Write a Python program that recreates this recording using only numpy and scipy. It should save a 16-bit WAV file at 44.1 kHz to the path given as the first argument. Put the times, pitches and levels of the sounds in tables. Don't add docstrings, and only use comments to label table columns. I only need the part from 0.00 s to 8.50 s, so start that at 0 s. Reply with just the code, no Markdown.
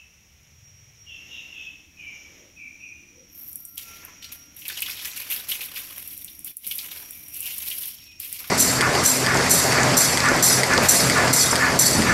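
import sys
import numpy as np
from scipy import signal
from scipy.fft import rfft, irfft, next_fast_len
from scipy.io import wavfile
from scipy.ndimage import uniform_filter1d

SR = 44100
rng = np.random.default_rng(int(sys.argv[2]) if len(sys.argv) > 2 else 0)


def unload_wav(signal):
    wavfile.write(
        sys.argv[1],
        SR,
        np.round(np.clip(np.atleast_2d(signal).T, -1, 1) * 32767).astype(np.int16),
    )


N = 374843
T = np.arange(N) / SR

# [t/s, length/s, final f/Hz, level/dB, top of the rasp f/Hz]
BIRD_NOTES = [(-.08, 0.088, 2680, -40.5, 3300), (1.062, 0.13, 2676, -45, 3470),
              (1.28, .16, 2700, -43.5, 3800), (1.506, 0.19, 2585, -43.5, 3580),
              (1.968, 0.18, 2314, -44, 3100), (2.561, 0.13, 2316, -45.5, 2720),
              (2.8, 0.11, 2384, -44.5, 2810), (7.084, 0.11, 2303, -61, 2660),
              (8.041, 0.094, 2466, -57, 2870)]
# [t/s, f/Hz, level/dB]
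INSECT_TRILL = [(0, 5660, -59.5), (.5, 5820, -77), (1.1, 5580, -58), (1.9, 5480, -77), (2.95, 6000, -58),
                (3.35, 5556, -58), (4.1, 5765, -61.5), (7.1, 5685, -58), (8.5, 5570, -55.5)]
# [t/s, f/Hz, level/dB]
INSECT_WHINE = [(0, 5690, -71), (.9, 5670, -59.5), (1.4, 5580, -64), (3.3, 5750, -62.5), (4, 5684, -55.5),
                (6.4, 5600, -59.5), (7.2, 5670, -54), (8.5, 5490, -60.5)]
# [t/s, level/dB]
HUSH_LEVEL = [(0, -6.5), (1.05, -4), (1.3, 3), (1.65, 1.5), (1.9, -6), (2.1, 1.5), (2.38, 1.5),
              (2.55, -4.5), (3.45, -5.5), (3.76, -13), (3.9, 7), (4.3, -2.5), (5.5, 1), (6.45, -4.5),
              (6.85, -1.5), (7.8, 1), (8.1, -8), (8.5, 1)]
# [t/s, level/dB]
DRONE_LEVEL = [(0, -103), (1, -78), (1.3, -65), (5.5, -62), (6.6, -62), (8.5, -65)]
# [t/s, length/s, centre f/Hz, width f/Hz, level/dB]
FAR_SWELLS = [(0.37, 0.81, 114.6, 70.6, -56.5), (2.25, 0.33, 476, 310, -60.5), (3.104, 0.22, 490, 87, -60),
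              (2.8, 0.63, 350, 41, -66)]
# [t/s, f/Hz, level/dB]
HORN_NOTE = [(3.2, 1360, -81), (3.4, 1361, -70), (3.83, 1370, -64.5), (3.87, 1364, -47),
             (4.03, 1380, -50.5), (4.07, 1360, -59), (4.45, 1396, -60.5), (4.65, 1415, -72)]
# [t/s, nozzle spray level/dB, splash level/dB]
JET_FLOW = [(3.28, -60, -75), (3.42, -40, -77), (3.72, -47.5, -63), (3.85, -44.5, -53.5), (4.2, -69, -68.5),
            (4.53, -65, -80), (4.71, -42.5, -43), (5.1, -43, -45), (5.45, -49, -50.5), (5.9, -41, -49),
            (6.22, -40, -56.5), (6.43, -52.5, -65), (6.66, -33.5, -48), (7.04, -44, -58), (7.3, -45, -68),
            (7.47, -34, -44), (7.83, -31, -43.5), (8.15, -65.5, -64)]
# [t/s, spray level/dB, splash level/dB, decay/s]
JET_SURGES = [(3.77, -47, -48.5, .06), (4.22, -60, -49.5, 0.087), (4.315, -45, -58.5, 0.039),
              (4.561, -44, -56, 0.16), (4.875, -39, -43.5, 0.15), (5.043, -36, -40, 0.024),
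              (5.158, -36.5, -45, 0.089), (5.299, -28, -38.5, 0.041), (5.483, -30, -38.5, 0.068),
              (5.609, -35, -40.5, 0.039), (5.75, -32.5, -41, 0.033), (6.445, -37.5, -57, 0.034),
              (6.779, -43, -45.5, 0.19), (7.335, -36, -53, 0.11), (8.195, -36.5, -46.5, 0.39),
              (8.32, -48, -49, 0.074)]
# [t/s, length/s, patter level/dB]
FLOOR_SWEEPS = [(4.0, 0.079, -47.5), (4.23, 0.15, -57.5), (4.637, 1.34, -48), (6.793, .24, -50),
                (7.456, 0.25, -57), (8.37, .14, -50.5)]
# [t/s, level/dB]
AIR_POPS = [(3.5302, -22), (3.5568, -13), (3.652, -17.5), (3.7795, -9.5), (4.0498, -20), (4.6812, -11),
            (4.805, -15), (4.8206, -5.5), (5.175, -14), (5.3013, -20), (6.0765, -14.5), (6.177, -16),
            (6.2457, -13), (6.3924, -21), (6.4463, -14.5), (6.5691, -13.5), (6.6751, -11), (6.7825, -10.5),
            (6.962, -24), (7.108, -16.5), (7.2835, -21), (7.344, -17.5), (7.4054, -9), (7.5824, -11.5),
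            (7.703, -9.5), (8.2012, -12), (8.3274, -8)]
# [t/s, level/dB, cavity f/Hz]
WATER_SLUGS = [(3.775, -25, 3100), (4.2248, -31, 3540), (4.243, -25.5, 4240), (4.6187, -29, 2800),
               (4.6527, -23.5, 2660), (4.6844, -21, 3580), (4.699, -21.5, 1560), (4.772, -24, 2900),
               (4.8238, -15, 2720), (4.8615, -18.5, 3200), (4.883, -23.5, 1390), (4.9094, -20.5, 5040),
               (5.054, -23, 1810), (5.1777, -26, 2400), (5.3209, -20, 2760), (5.5162, -14, 3220),
               (5.607, -20.5, 2570), (5.7593, -22, 2600), (5.771, -22, 1770), (6.279, -31, 3540),
               (6.4768, -29.5, 3550), (6.6447, -29, 3700), (6.7116, -16.5, 3120), (6.788, -18, 3920),
               (6.913, -26, 3560), (7.464, -23, 2780), (7.712, -20, 3200), (7.8344, -24.5, 3470),
               (8.441, -27.5, 1210)]
# [f/Hz, level/dB]
RUMBLE_COLOUR = [(20, -30), (50, -3.5), (65, -5.5), (76, 4.5), (90, -3.5), (150, -8), (210, -11),
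                 (280, -33.5), (420, -36), (900, -30.5)]
# [f/Hz, level/dB]
DRONE_COLOUR = [(100, -4.5), (200, 2), (300, 5.5), (350, -2.5), (420, -26), (900, -45.5)]
# [f/Hz, level/dB]
HUSH_COLOUR = [(100, -3), (450, -4), (1000, -10), (1600, -8.5), (2300, 2.5), (3200, -3.5), (4600, -15),
               (7000, -8.5), (8500, -34), (10500, -30), (12000, -8), (13500, -39), (16000, -62)]
# [f/Hz, level/dB]
CHORUS_COLOUR = [(4900, -48.5), (5080, -1), (5220, 1.5), (5750, 8.5), (6100, 3.5), (6450, -1), (6750, 4),
                 (6950, -46), (7800, -32)]
# [f/Hz, level/dB]
AIR_COLOUR = [(3000, -27), (9000, -21.5), (10500, -18), (11400, -1.5), (12200, 1.5), (14600, -8),
              (15600, -11.5)]
# [f/Hz, level/dB]
SIZZLE_COLOUR = [(3000, -29), (7500, -20.5), (9300, -9.5), (10700, -4.5), (12100, 2), (13900, -7.5),
                 (15600, -9)]
# [f/Hz, level/dB]
SPLASH_COLOUR = [(700, -26), (1600, -15), (2250, -2.5), (2900, 0), (4000, -4), (5300, -3.5), (7200, -7.5),
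                 (10000, -14), (15000, -24)]
# [f/Hz, level/dB]
PATTER_COLOUR = [(150, -24), (320, -2.5), (800, -1), (1750, 5), (2500, 3.5), (5000, -45)]

NOTE_START = 1.12
SURGE_ATTACK_S, SURGE_HOLD_S = 0.005, 0.031
FLOOR_ATTACK_S, FLOOR_DECAY_S = 0.038, 0.069
SURGE_PATTER_DB = -35.5


def undb(db):
    return 10 ** (np.asarray(db) / 20)


def unit(x):
    return x / np.sqrt(np.mean(x ** 2) + 1e-20)


def curves(table):
    s, *columns = np.transpose(table)
    return [np.interp(T, s, column) for column in columns]


def add(out, s, x):
    i = int(s * SR)
    x, i = x[max(-i, 0):], max(i, 0)
    out[i:i + len(x)] += x[:max(N - i, 0)]


def gate(s, length, attack_s, decay_s):
    rise = np.clip((T - s) / attack_s, 0, 1)
    return rise * np.exp(-np.maximum(T - s - length, 0) / decay_s)


def walk(rate):
    k = int(SR / rate)
    steps = np.repeat(rng.standard_normal(N // k + 1), k)
    return unit(uniform_filter1d(steps, k)[:N])


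def clicks(rate, spread_db):
    size = undb(spread_db * np.minimum(rng.exponential(size=N), 5))
    return (rng.random(N) < rate / SR) * size * rng.choice([-1, 1], N)


def colour(x, points, size=4096):
    hz, db = np.transpose(points)
    bins = np.fft.rfftfreq(size, 1 / SR) + 1
    log_gain = np.log(undb(np.interp(np.log(bins), np.log(hz), db)))
    cepstrum = irfft(log_gain)[:size // 2]
    cepstrum[1:] *= 2
    response = irfft(np.exp(rfft(cepstrum, size)))
    return unit(signal.fftconvolve(x, response)[:len(x)])


def resonate(x, hz, q):
    return signal.lfilter(*signal.iirpeak(min(hz, SR / 2 - 2000), max(q, 1), fs=SR), x)


def band(lo_hz, hi_hz):
    edges = [lo_hz, max(hi_hz, lo_hz + 10)]
    sos = signal.butter(8, edges, "bandpass", fs=SR, output="sos")
    return unit(signal.sosfilt(sos, rng.standard_normal(N)))


def gliding_noise(hz, half_width_hz):
    sos = signal.butter(2, half_width_hz, fs=SR, output="sos")
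    ring = signal.sosfilt(sos, rng.standard_normal((2, N)))
    phase = 2 * np.pi * np.cumsum(hz) / SR
    return ring[0] * np.cos(phase) + ring[1] * np.sin(phase)


def tone(table, waver, flutter_db):
    hz, db = curves(table)
    unsteady_hz = hz * (1 + waver * walk(40))
    wave = np.sqrt(2) * np.sin(2 * np.pi * np.cumsum(unsteady_hz) / SR)
    return wave * undb(db + flutter_db * walk(25))


def echo(x, t60):
    t = T[:SR * 2]
    fade = np.exp(-np.log(1000) * t / t60)
    onset = 1 - np.exp(-t / 0.004)
    tail = rng.standard_normal(len(t)) * fade * onset
    return signal.fftconvolve(x, tail / np.linalg.norm(tail))[:N]


def bird(fall=4.51, rough=0.023, rasp_db=-3.0, direct_db=-6, echo_db=-2):
    out, waver = np.zeros(N), walk(500)
    for s, length, end_hz, db, top_hz in BIRD_NOTES:
        u = np.linspace(0, 1, int(length * SR))
        sag = 1 + (NOTE_START - 1) * np.exp(-fall * u)
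        hz = end_hz * sag * (1 + rough * waver[int(abs(s) * SR):][:len(u)])
        whistle = np.sqrt(2) * np.sin(2 * np.pi * np.cumsum(hz) / SR)
        arch = np.abs(np.sin(np.pi * u))
        rasp = np.sqrt(arch) * np.exp(-.5 * u) * band(end_hz, top_hz)[:len(u)]
        add(out, s, undb(db + 4.5) * arch ** 0.36 * (whistle + undb(rasp_db) * rasp))
    return undb(direct_db) * out + undb(echo_db) * echo(out, t60=0.69)


def insect(half_width_hz=100, pulse_hz=95, depth=0.59):
    hz, db = curves(INSECT_TRILL)
    stroke_hz = pulse_hz * (1 + 0.0998 * walk(27))
    strokes = 1 + depth * np.sin(2 * np.pi * np.cumsum(stroke_hz) / SR)
    return unit(strokes * gliding_noise(hz, half_width_hz)) * undb(db - 1.0)


def whine():
    return tone(INSECT_WHINE, waver=.003, flutter_db=3.5)


def outdoors(rumble_db=-60):
    (hush_db,), (drone_db,) = curves(HUSH_LEVEL), curves(DRONE_LEVEL)
    rumble = colour(rng.standard_normal(N), RUMBLE_COLOUR) * undb(rumble_db)
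    drone = colour(rng.standard_normal(N), DRONE_COLOUR) * undb(drone_db)
    hush = colour(rng.standard_normal(N), HUSH_COLOUR) * undb(hush_db - 56.0 + 0.14 * walk(14))
    chorus = colour(rng.standard_normal(N), CHORUS_COLOUR) * undb(hush_db - 57.5 + 1.2 * walk(30))
    return rumble + drone + hush + chorus


def swells():
    out = np.zeros(N)
    for s, length, hz, width, db in FAR_SWELLS:
        arch = np.sin(np.pi * np.clip((T - s) / length, 0, 1))
        out += band(hz - width / 2, hz + width / 2) * arch * undb(db)
    return out


def horn():
    sounding = (T > HORN_NOTE[0][0]) * (T < HORN_NOTE[-1][0])
    return tone(HORN_NOTE, waver=0.0033, flutter_db=2.0) * undb(-6.5) * sounding


def lumps(x, lump_db=2.5, rate=70):
    edges_hz = np.geomspace(1000, 8000, 7)
    size = next_fast_len(N)
    hz, spectrum = np.fft.rfftfreq(size, 1 / SR), rfft(x, size)
    out = np.zeros(N)
    for k in range(len(edges_hz) + 1):
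        part = irfft(spectrum * (np.digitize(hz, edges_hz) == k), size)[:N]
        out += part * undb(lump_db * walk(rate))
    return unit(out)


def bubbles(centre_hz=3100, octaves=0.332, cycles=21, rise=0.074, spread_db=4.0, count=1100):
    out, t = np.zeros(N), T[:SR // 25]
    draws = zip(rng.random(count), rng.standard_normal(count), rng.exponential(size=count))
    for when, pitch, size in draws:
        hz = min(centre_hz * 2 ** (octaves * max(pitch, -1.6)), SR / 5)
        age = t * hz / cycles
        ring = np.exp(-2 * age) * np.sin(2 * np.pi * hz * t * (1 + rise * age / 2))
        add(out, when * N / SR, undb(spread_db * min(size, 3)) * ring)
    return unit(out)


def jet():
    spray_db, splash_db = curves(JET_FLOW)
    surge_spray, surge_splash = np.zeros(N), np.zeros(N)
    for s, surge_spray_db, surge_splash_db, decay_s in JET_SURGES:
        shape = gate(s, SURGE_HOLD_S, SURGE_ATTACK_S, decay_s)
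        surge_spray += shape * undb(surge_spray_db)
        surge_splash += shape * undb(surge_splash_db)
    spray = np.hypot(undb(spray_db), surge_spray)
    mass = np.hypot(undb(splash_db), surge_splash)
    on_floor = sum(gate(s, length, FLOOR_ATTACK_S, FLOOR_DECAY_S) * undb(db) for s, length, db in FLOOR_SWEEPS)
    on_floor = on_floor * (1 + surge_splash / undb(SURGE_PATTER_DB))

    air = colour(clicks(rate=5000, spread_db=4.0), AIR_COLOUR) * spray
    sizzle = colour(clicks(rate=3400, spread_db=3), SIZZLE_COLOUR) * spray * undb(0.15)
    splash = lumps(colour(clicks(rate=4000, spread_db=2.5), SPLASH_COLOUR)) * mass * undb(1.55)
    ringing = bubbles() * mass * undb(-5.0)
    patter = lumps(colour(clicks(rate=1800, spread_db=-1.5), PATTER_COLOUR)) * on_floor * undb(-5.5)

    flowing = np.clip((T - 3.27) / 0.06, 0, 1)
    wet = np.clip((T - 3.765) / .01, 0, 1)
    sputter = undb(2.43 * walk(110))
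    return flowing * sputter * ((1 - wet) * air + wet * (sizzle + splash + ringing + patter))


def pops(hz=11800, spray_s=0.0045, spray_db=-10):
    out, t = np.zeros(N), T[:SR // 20]
    thin = signal.butter(4, 7800, "highpass", fs=SR, output="sos")
    for s, db in AIR_POPS:
        fade = np.exp(-t / .0007) + undb(spray_db) * np.exp(-t / spray_s)
        burst = rng.choice([-1, 1], len(t)) * fade
        pitch_hz = hz * (1 + .06 * rng.standard_normal())
        tick = signal.sosfilt(thin, resonate(burst, pitch_hz, q=3))
        add(out, s, undb(db) * tick / np.abs(tick).max())
    return out * undb(-3.0)


def slugs(slap_db=-6, decay_s=.01, spray_s=0.016, spray_db=-7):
    out, t = np.zeros(N), T[:SR // 8]
    for s, db, hz in WATER_SLUGS:
        impact, mist = rng.standard_normal((2, len(t)))
        slap = colour(impact, SPLASH_COLOUR)
        cavity = unit(resonate(slap, hz, q=5.9))
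        body = (cavity + undb(slap_db) * slap) * np.exp(-t / decay_s)
        spray = colour(mist, SIZZLE_COLOUR) * np.exp(-t / spray_s) * undb(spray_db)
        add(out, s, undb(db) * (body + spray) / np.abs(body).max())
    return out * undb(-3.0)


def gurgle(start_s=7.27, length=0.25, from_hz=2450, to_hz=2950, half_width_hz=260, db=-44):
    hz = np.interp(T, [start_s, start_s + length], [from_hz, to_hz])
    swell = gate(start_s, length, length, decay_s=0.015)
    return unit(gliding_noise(hz, half_width_hz)) * swell * undb(db)


def scene():
    lull = undb(np.interp(T, [6.515, 6.535, 6.6, 6.66], [0, -16, -13.5, 0.0]))
    garden = bird() + insect() + whine() + outdoors() + swells() + horn()
    water = lull * jet() + pops() + slugs() + gurgle()
    porch = undb(-9.5) * echo(water, t60=0.15)
    return (water + porch + lull * garden)[None]


def record(dry, ceiling=.3, top_hz=15700):
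    rounded = ceiling * np.tanh(dry / ceiling)
    return signal.sosfilt(signal.ellip(10, .2, 70, top_hz, fs=SR, output="sos"), rounded)


dry = scene()
out = record(dry)
unload_wav(out)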